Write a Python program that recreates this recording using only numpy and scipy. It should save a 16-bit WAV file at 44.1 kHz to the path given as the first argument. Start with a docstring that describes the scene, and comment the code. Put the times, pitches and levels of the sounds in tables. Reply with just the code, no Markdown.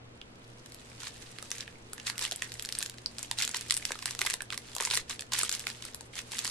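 """Candy wrapper, close up

A thin plastic wrapper is worked open by hand near a stereo microphone in a quiet furnished room.
Creases buckle as lone snaps over tiny crackles and the hiss of sliding fingers; close surfaces and
walls echo them. Behind, over soft room rumble, an appliance's hum beats with two slower motor tones."""
import sys
import numpy as np
from scipy import signal
from scipy.fft import rfft, irfft, next_fast_len
from scipy.io import wavfile

SR = 44100
rng = np.random.default_rng(int(sys.argv[2]) if len(sys.argv) > 2 else 0)


def persist_wave(psi):
    """Save psi, clipped to +-1, as 16-bit WAV."""
    counts = np.round(np.clip(psi, -1, 1) * 32767).astype(np.int16)
    wavfile.write(sys.argv[1], SR, np.atleast_2d(counts).T)


N = 286771

# how alike both ports hear the rubbing and the wall echoes: (frequency [Hz], correlation [-1..1])
SCATTER_LIKENESS = [(1000, 1), (2500, 0.33), (6000, -0.5), (12000, -0.61)]


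def from_db(db):
    return 10 ** (np.asarray(db) / 20)


def unit_rms(x):
    return x / np.sqrt(np.mean(x ** 2) + 1e-20)


def at_hz(points, hz):
    """Read a table along log frequency."""
    table_hz, values = np.transpose(points)
    return np.interp(np.log(hz), np.log(table_hz), values)


def band_noise(hz, width_hz, shape):
    """A narrow band of noise around one pitch; rms 1."""
    band = signal.butter(1, [hz - width_hz / 2, hz + width_hz / 2], "band", fs=SR, output="sos")
    return unit_rms(signal.sosfilt(band, rng.standard_normal(shape)))


def diffuse_noise(spectrum, size, likeness):
    """Noise reaching the microphone from all sides, with a given left-right likeness; rms 1."""
    hz = np.maximum(np.arange(size // 2 + 1) * SR / size, 10)
    mid, side = rfft(rng.standard_normal((2, size)))
    alike = np.clip(at_hz(likeness, hz), -1, 1)
    pair = np.sqrt(1 + alike) * mid + np.sqrt(1 - alike) * side * [[1], [-1]]
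    return unit_rms(irfft(pair * from_db(at_hz(spectrum, hz)), size))


def room_tone():
    """The quiet room itself: soft rumble and faint hiss all around the microphone."""
    # spectrum of the room's air: (frequency [Hz], relative density [dB])
    spectrum = [(15, -9), (40, -22.5), (60, -10.5), (100, -14.5), (160, -16.5), (400, -16.5), (750, -21.5),
                (1400, -24.5), (2800, -28), (6000, -37.5), (10000, -53), (14000, -65)]
    # how alike both ports hear it: (frequency [Hz], correlation [-1..1])
    likeness = [(60, 1), (130, 0.91), (290, 0.65), (640, 0.044), (1400, -0.43), (6800, -0.84), (15000, 1)]
    return from_db(-53.5) * diffuse_noise(spectrum, next_fast_len(N), likeness)[:, :N]


def appliance_hum():
    """A tone at twice the mains rate beats with two slower motor tones under wavering overtones."""
    # steady mains and motor tones: (frequency [Hz], rms level [dB], phase [rad])
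    tones = [(119.99, -60.4, .16), (117.51, -68.8, 1.87), (115.45, -68.6, 2.5)]
    # overtones, as narrow bands of noise: (frequency [Hz], width [Hz], rms level [dB])
    overtones = [(236.1, 9, -65), (470.6, 15, -68.5)]
    t = np.arange(N) / SR
    hum = sum(np.sqrt(2) * from_db(db) * np.sin(2 * np.pi * hz * t + phase) for hz, db, phase in tones)
    return hum + sum(from_db(db) * band_noise(hz, width, N) for hz, width, db in overtones)


def handling_db(times):
    """How hard the hands work the film: squeezes rise fast, hold and let go over a light rustle."""
    # fingers crunch the film: (time at full strength [s], hold [s], handling level [dB])
    squeezes = [(1.002, 0.064, -43.5), (1.058, 0.021, -39.5), (1.22, 0.012, -45), (1.52, 0.11, -45.5),
                (2.069, 0.0093, -30), (2.21, 0.042, -33.5), (2.428, 0.0049, -38), (2.75, 0.11, -44.5),
                (3.19, 0.063, -45.5), (3.384, 0.051, -32), (3.55, 0.0094, -35.5), (3.87, 0.027, -43.5),
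                (4.061, 0.056, -39.5), (4.207, 0.11, -39), (4.52, 0.014, -42), (4.802, 0.076, -36.5),
                (4.902, 0.078, -34.5), (5.1, 0.02, -35.5), (5.328, 0.13, -34.5), (5.52, 0.026, -34.5),
                (5.68, 0.027, -41), (5.83, 0.066, -46.5), (6.133, 0.011, -45.5), (6.164, 0.025, -38),
                (6.317, 0.17, -40.5)]
    # light rustle between squeezes: (time [s], handling level [dB])
    rustle = [(0.0, -67.5), (1.0, -51), (1.5, -51), (1.8, -58.5), (2.3, -48.5), (2.7, -49), (3.0, -55.5),
              (3.6, -45), (4.3, -49), (4.48, -57.5), (4.7, -48), (5.05, -56), (5.3, -57.5), (5.6, -45),
              (6.1, -59), (6.5, -37.5)]
    rise_db_per_s, fall_db_per_s = 1195, 371
    start, hold, db = np.transpose(squeezes)[..., None]
    early, late = np.maximum(start - times, 0), np.maximum(times - start - hold, 0)
    squeeze_db = db - rise_db_per_s * early - fall_db_per_s * late
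    return np.maximum(squeeze_db.max(axis=0), np.interp(times, *np.transpose(rustle)))


def finger_rub():
    """Fingers slide on the film: a soft papery hiss that swells with the handling."""
    # spectrum of the friction: (frequency [Hz], relative density [dB])
    spectrum = [(500, -19), (1200, 2.5), (2700, 9), (5000, 6.5), (9000, 3.5), (13000, -10)]
    coarse_t = np.arange(0, N + 64, 64) / SR
    level_db = np.interp(np.arange(N) / SR, coarse_t, handling_db(coarse_t)) - 5
    return from_db(level_db) * diffuse_noise(spectrum, next_fast_len(N), SCATTER_LIKENESS)[:, :N]


def buckle(times, peak_db, fold_hz, fold_q, boom_db, spread_db, detune):
    """A buckling crease kicks each patch of film differently; the crumpled shape shifts their tuning."""
    # patches of film that ring: (frequency [Hz], relative level [dB], time to fall 60 dB [s])
    patches = [(480, -16, .011), (1100, -2, .012), (1450, -2, .009), (1850, 1, .006), (2700, -1, .003),
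               (3900, 1, .0022), (5300, -1, .0016), (7500, 0, .0015), (10500, 2, .001)]
    hz, patch_db, t60 = np.transpose(patches)
    low = hz < 1500   # low patches boom, the rest crack
    scatter = rng.standard_normal((len(times), 2, len(patches)))
    kick = from_db(patch_db + spread_db * scatter[:, 0])
    kick[:, 0] *= from_db(.8 * (boom_db + 14))   # a heavy boom is also a deep one
    tuned_hz = hz * np.exp(detune * scatter[:, 1])
    t = np.arange(640) / SR
    rings = np.sin(2 * np.pi * tuned_hz[..., None] * t) * from_db(-60 * t / t60[:, None])
    crack, boom = (np.einsum("em,emt->et", kick * part, rings) for part in (~low, low))
    # the fold is a resonator of its own pitch and radiates little below it
    bins_hz = (np.arange(len(t) // 2 + 1) + 1e-3) * SR / len(t)
    ratio = 1j * bins_hz / fold_hz[:, None]
    fold = ratio / (1 + ratio) / (1 + fold_q[:, None] * (ratio + 1 / ratio))
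    crack = irfft(rfft(crack) * fold)
    boom *= (from_db(boom_db) * crack.std(axis=1) / boom.std(axis=1))[:, None]
    pops = (crack + boom) * from_db(peak_db)[:, None] / abs(crack).max(axis=1, keepdims=True)
    return place_with_echoes(times, pops)


def place_with_echoes(times, pops):
    """Set each pop in stereo with echoes off hands, chest and chair, new each time as the hands move."""
    echo_db, echo_t60_s, lag_spread_s = -4, .008, 2e-5
    count, size = pops.shape
    t = np.arange(size) / SR
    echoes = rng.standard_normal((count, 2, size)) * from_db(-60 * t / echo_t60_s) * (t > .0009)
    lowpass = signal.butter(2, 1800, fs=SR, output="sos")
    echoes += signal.sosfilt(lowpass, echoes[:, ::-1])   # alike at both ports only in the lows
    echoes *= from_db(echo_db) / np.sqrt(np.mean(np.sum(echoes ** 2, axis=2)))
    # creases lie at scattered angles, so each reaches one port first
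    lag_s = lag_spread_s / 2 * rng.standard_normal((count, 1, 1)) * np.array([[1], [-1]])
    hz = np.arange(size + 1) * SR / (2 * size)
    direct = np.exp(-2j * np.pi * hz * lag_s)
    heard = irfft(rfft(pops, 2 * size)[:, None] * (direct + rfft(echoes, 2 * size)))
    samples = (np.round(times * SR).astype(int)[:, None] + np.arange(2 * size)).ravel()
    return np.array([np.bincount(samples, heard[:, side].ravel(), N)[:N] for side in (0, 1)])


def crackle(creases):
    """Tiny creases give way at random, most of them faint, louder and denser with the handling."""
    dense_db = -45   # below this handling level the crackles thin out
    when, size, pitch, sharpness, depth = rng.random((5, creases))
    times = when * N / SR
    level_db = handling_db(times)
    gives_way = rng.random(creases) < from_db(.5 * (level_db - dense_db))
    size_db = np.minimum(-5.5 * np.log(size), 11.5)
    peak_db = np.where(gives_way, level_db + size_db + 3.03, -np.inf)
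    return buckle(times, peak_db, fold_hz=2300 * 2 ** (2.1 * pitch), fold_q=3 * sharpness,
                  boom_db=-20.5 + 8 * depth, spread_db=3.5, detune=.12)


def snaps():
    """The creases that buckle loudly enough to stand alone."""
    # loud creases: (time [s], crack peak at the film [dB], fold pitch [Hz], fold Q, boom re crack [dB])
    creases = [(0.2148, -28.5, 3100, 5.3, -34), (0.6604, -28.5, 5880, 0.52, -25),
               (0.721, -29.5, 6700, .9, -27.5), (0.7457, -24, 7700, 1, -30), (1.033, -24, 4770, 1, -3.5),
               (1.0703, -21, 3000, 0.9, -10.5), (1.3859, -21.5, 2480, 0.55, -31),
               (1.4264, -21.5, 6560, 0.85, -4), (1.505, -22, 6690, 1.9, -35.5),
               (1.5155, -12.5, 4300, 0.84, -11.5), (1.583, -22, 4970, 1, -31),
               (1.6072, -19, 4640, 3.3, -33), (1.678, -26.5, 2900, 2.74, -29),
               (1.933, -15.5, 8900, 1.4, -11), (1.9802, -25, 2360, 0.46, -30),
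               (1.9995, -24, 3620, 1.5, -27), (2.0703, -19.5, 3540, 1.3, -27), (2.0787, -28, 3570, .8, -18),
               (2.0992, -11, 2780, 0.24, -22), (2.18, -13.5, 5550, 0.24, -34),
               (2.1927, -10, 7950, 0.43, -18), (2.218, -28, 3500, 0.55, 6.5), (2.2238, -16, 4400, 0.6, -24),
               (2.2472, -23, 5500, 1.2, -29), (2.251, -18, 3000, 6.7, -27), (2.3124, -14, 4900, 0.68, -30),
               (2.321, -16, 3900, 1.7, -9), (2.3268, -18, 7500, 0.41, -28),
               (2.3605, -15.5, 9300, 1.56, -32), (2.4211, -11, 2720, 0.33, -15),
               (2.4222, -20, 2000, 3, -19), (2.5197, -18, 4345, 0.16, -17.5), (2.54, -20.5, 7360, 1.7, -22),
               (2.5959, -16, 4350, 0.92, -26), (2.624, -14, 8550, 1.1, -38), (2.65, -17.5, 5040, 1.1, -34),
               (2.658, -20.5, 7000, 1.7, -34), (2.6897, -16.5, 5140, 1.2, -33),
               (2.7244, -14, 6320, 1.5, -41), (2.7512, -20, 4440, 4, -21), (2.755, -24, 7450, 2, -32),
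               (2.7877, -11.5, 8700, 5.5, -41), (2.806, -20, 3500, 1.1, -11), (2.8145, -22, 5000, 0.44, -7),
               (2.8271, -10.5, 4730, 0.62, -21), (2.834, -21.5, 7500, 1.2, -32),
               (2.861, -16, 5620, 0.52, -33), (2.8976, -19.5, 6590, 0.52, -28),
               (2.9836, -28, 4076, 1.5, -27), (3.06, -16, 4630, 5.3, -24), (3.184, -18, 5060, 2.1, -17),
               (3.192, -20.5, 5900, 0.8, -10), (3.2293, -16, 7560, 3.1, -20), (3.313, -9, 4640, 1.4, -12.5),
               (3.387, -13, 4200, 2.7, -21), (3.403, -18, 5090, 0.89, -30), (3.4229, -9, 5700, 2.1, -16.5),
               (3.45, -12.5, 7100, 1.7, -34.5), (3.477, -12, 4300, 0.22, -26),
               (3.4925, -17, 6050, 2.4, -9.5), (3.513, -21, 7000, 2.4, -30), (3.5443, -16, 1900, 0.48, -13),
               (3.546, -13.5, 3740, 1.32, -9), (3.5626, -19, 3920, 1.3, -20), (3.5675, -16, 5200, 1.5, -26),
               (3.571, -16, 7600, 0.8, -30), (3.6105, -17.5, 6500, 0.64, -28),
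               (3.6987, -16, 4540, 1.5, -25), (3.708, -2.5, 4900, 0.89, -26),
               (3.7225, -9.5, 5200, 0.67, -15), (3.7413, -10, 6110, 2.2, -28), (3.749, -18, 6500, 1.6, -30),
               (3.7675, -9, 8020, 0.71, -20), (3.775, -13, 7000, 0.91, -32),
               (3.8524, -8, 5300, 0.68, -17.5), (3.907, -24, 3600, 0.27, 10.5),
               (3.9194, -10, 2890, 0.26, -18), (3.955, -27, 2500, 0.55, 2), (3.99, -21, 3900, 0.61, -9),
               (4.0253, -18.5, 4700, 0.31, -8), (4.0576, -7.5, 5000, 0.21, -12),
               (4.071, -25, 3010, 1.1, -15.5), (4.1086, -15, 5800, 1.4, -16),
               (4.1502, -18.5, 4120, 0.3, -8), (4.191, -12.5, 5100, 0.85, -15),
               (4.2102, -14, 3000, 0.29, -3), (4.216, -5.5, 3630, 1.04, -10.5),
               (4.2505, -17.5, 4700, .7, -6), (4.2623, -13, 4000, 0.46, -5), (4.2643, -11, 3480, 0.68, -7),
               (4.2662, -10.5, 4960, 0.48, -22), (4.271, -13.5, 2000, 0.54, -11),
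               (4.3005, -9, 3500, 0.43, -11.5), (4.307, -13, 5440, 0.5, -23), (4.3345, -20, 5500, 1.5, -25),
               (4.3397, -9, 5000, 0.34, -9.5), (4.406, -23, 2110, 1.6, -20),
               (4.4203, -14.5, 6800, 0.24, -8), (4.5036, -19.5, 3205, 2.6, -12),
               (4.525, -16.5, 2140, 0.35, -40), (4.532, -20.5, 1850, 0.95, -10),
               (4.544, -19.5, 5000, 0.78, -8), (4.577, -13, 4460, 0.49, -12), (4.751, -16, 8300, 1.5, -28),
               (4.7651, -13, 5950, 0.46, -4.5), (4.7832, -17.5, 4300, 1.02, -9),
               (4.8016, -14, 1930, 0.82, -5.5), (4.808, -10, 6540, 1.1, -2), (4.824, -14.5, 6000, 0.73, -6),
               (4.851, -9.5, 6100, 1.6, -19), (4.858, -14, 8000, 2, -30), (4.873, -23, 2000, 1.1, -1.5),
               (4.9025, -14, 4230, 2.7, -16), (4.91, -13, 3900, 1.2, -17), (4.9118, -13.5, 2790, 1.4, -7),
               (4.937, -14.5, 4170, 3.3, -6), (4.942, -11, 6000, .4, -20), (4.947, -9.5, 7460, .8, -30),
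               (4.954, -10, 8000, 1, -28), (4.9674, -13.5, 7000, 1.1, -21), (4.9733, -6.5, 4800, 0.53, -15),
               (4.975, -21, 2250, 1.2, -1.5), (5.097, -18, 5350, 2.4, -12), (5.102, -21, 2500, 0.92, -6.5),
               (5.1087, -18, 4750, 1.1, -7), (5.1936, -19.5, 4330, 2, -14), (5.2086, -16, 7600, 1.3, -33),
               (5.222, -22, 3020, 1.1, -18), (5.321, -14.5, 4000, 0.27, -10), (5.3343, -11, 5600, 1.4, -21),
               (5.338, -11, 6000, 0.4, -8.5), (5.346, -16.5, 4500, 0.9, -8), (5.365, -20, 4000, 1.2, -20),
               (5.3745, -20.5, 4500, 0.74, -24), (5.3805, -18, 7500, 1.7, -19),
               (5.387, -10.5, 7500, 0.67, -30), (5.391, -7.5, 7350, 2.5, -22), (5.412, -14, 5360, 0.5, -10),
               (5.4131, -13.5, 2270, 0.67, -17), (5.433, -8, 7100, 3.7, -9), (5.4939, -9.5, 6400, 1.6, -16),
               (5.515, -15, 4975, 0.99, -16), (5.5261, -12.5, 7505, 1.58, -22), (5.55, -13, 7900, 1.3, -34),
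               (5.595, -17, 7800, 2.1, -39), (5.6692, -9, 3470, 0.063, -33),
               (5.701, -19.5, 4280, 0.53, -10), (5.8238, -21.5, 4330, 0.8, -16),
               (5.852, -19.5, 7370, 1, -11.5), (5.9463, -15, 8050, 1, -18), (6.0088, -22.5, 4270, 0.29, -7),
               (6.155, -23, 5300, 1.06, -20), (6.1909, -14.5, 4700, 0.3, -14),
               (6.319, -21, 5560, 0.88, -9.5), (6.334, -23, 2500, 0.69, -5),
               (6.385, -14.5, 4280, 0.55, -24), (6.3902, -9.5, 6100, 0.75, -20),
               (6.4475, -12, 6810, 1.2, -14), (6.4536, -13, 4660, 0.6, -21), (6.467, -17, 7000, 1.2, -30),
               (6.477, -14.5, 5910, 1.7, -14)]
    return buckle(*np.transpose(creases), spread_db=2.5, detune=.09)


def air_pockets():
    """While a hand cups the film, the pocket of air colours the rubbing with its own pitch."""
    # cupped moments: (start [s], end [s], pitch [Hz], rms level at the film [dB])
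    pockets = [(1.94, 2.06, 1680, -58.5), (2.057, 2.19, 1480, -52), (2.414, 2.48, 1950, -47.5)]
    width_hz, fade_s = 380, .014
    t, sound = np.arange(N) / SR, 0
    for start, end, hz, db in pockets:
        fade = np.clip(np.minimum(t - start, end - t) / fade_s, 0, 1)
        sound = sound + from_db(db) * fade * band_noise(hz, width_hz, (2, N))
    return sound


def at_microphone(wrapper):
    """The wrapper's sound reaches the left port a little early, but shaded."""
    # shading of the left port: (frequency [Hz], gain [dB])
    shading = [(700, 1.5), (1300, -2.5), (2400, -5.5), (4400, -2), (8000, 1)]
    lead_s = 2.5e-5
    size = next_fast_len(N)
    hz = np.maximum(np.arange(size // 2 + 1) * SR / size, 10)
    left_response = from_db(at_hz(shading, hz)) * np.exp(2j * np.pi * hz * lead_s)
    left = irfft(rfft(wrapper[0], size) * left_response, size)[:N]
    return np.array([left, wrapper[1]])


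def wall_echoes(direct):
    """The walls of the furnished room return a short, soft, slightly duller wash."""
    # colour of the reflections: (frequency [Hz], relative level [dB])
    colour = [(400, -8.0), (2000, -7.5), (12000, -10)]
    level_db, t60_s, first_echo_s = -10.5, .1, .006
    t = np.arange(SR // 2) / SR
    tail = diffuse_noise(colour, len(t), SCATTER_LIKENESS) * from_db(-60 * t / t60_s) * (t > first_echo_s)
    tail /= np.sqrt(np.sum(tail ** 2) / 2)
    return from_db(level_db) * signal.fftconvolve(direct, tail, axes=1)[:, :N]


def scene():
    """The wrapper close to the microphone; wall echoes, appliance and room tone behind it."""
    wrapper = snaps() + crackle(creases=3000) + finger_rub() + air_pockets()
    bass_cut = signal.butter(2, 600, "high", fs=SR, output="sos")   # a small sheet radiates no bass
    direct = at_microphone(signal.sosfilt(bass_cut, wrapper))
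    return direct + wall_echoes(direct) + appliance_hum() + room_tone()


def record(dry):
    """The microphone rolls off above 11 kHz, and the top is cut steeply by 16.6 kHz."""
    dull = signal.sosfilt(signal.butter(4, 11000, fs=SR, output="sos"), dry)
    return signal.sosfilt(signal.cheby2(20, 60, 16600, fs=SR, output="sos"), dull)


dry = scene()
out = record(dry)
persist_wave(out)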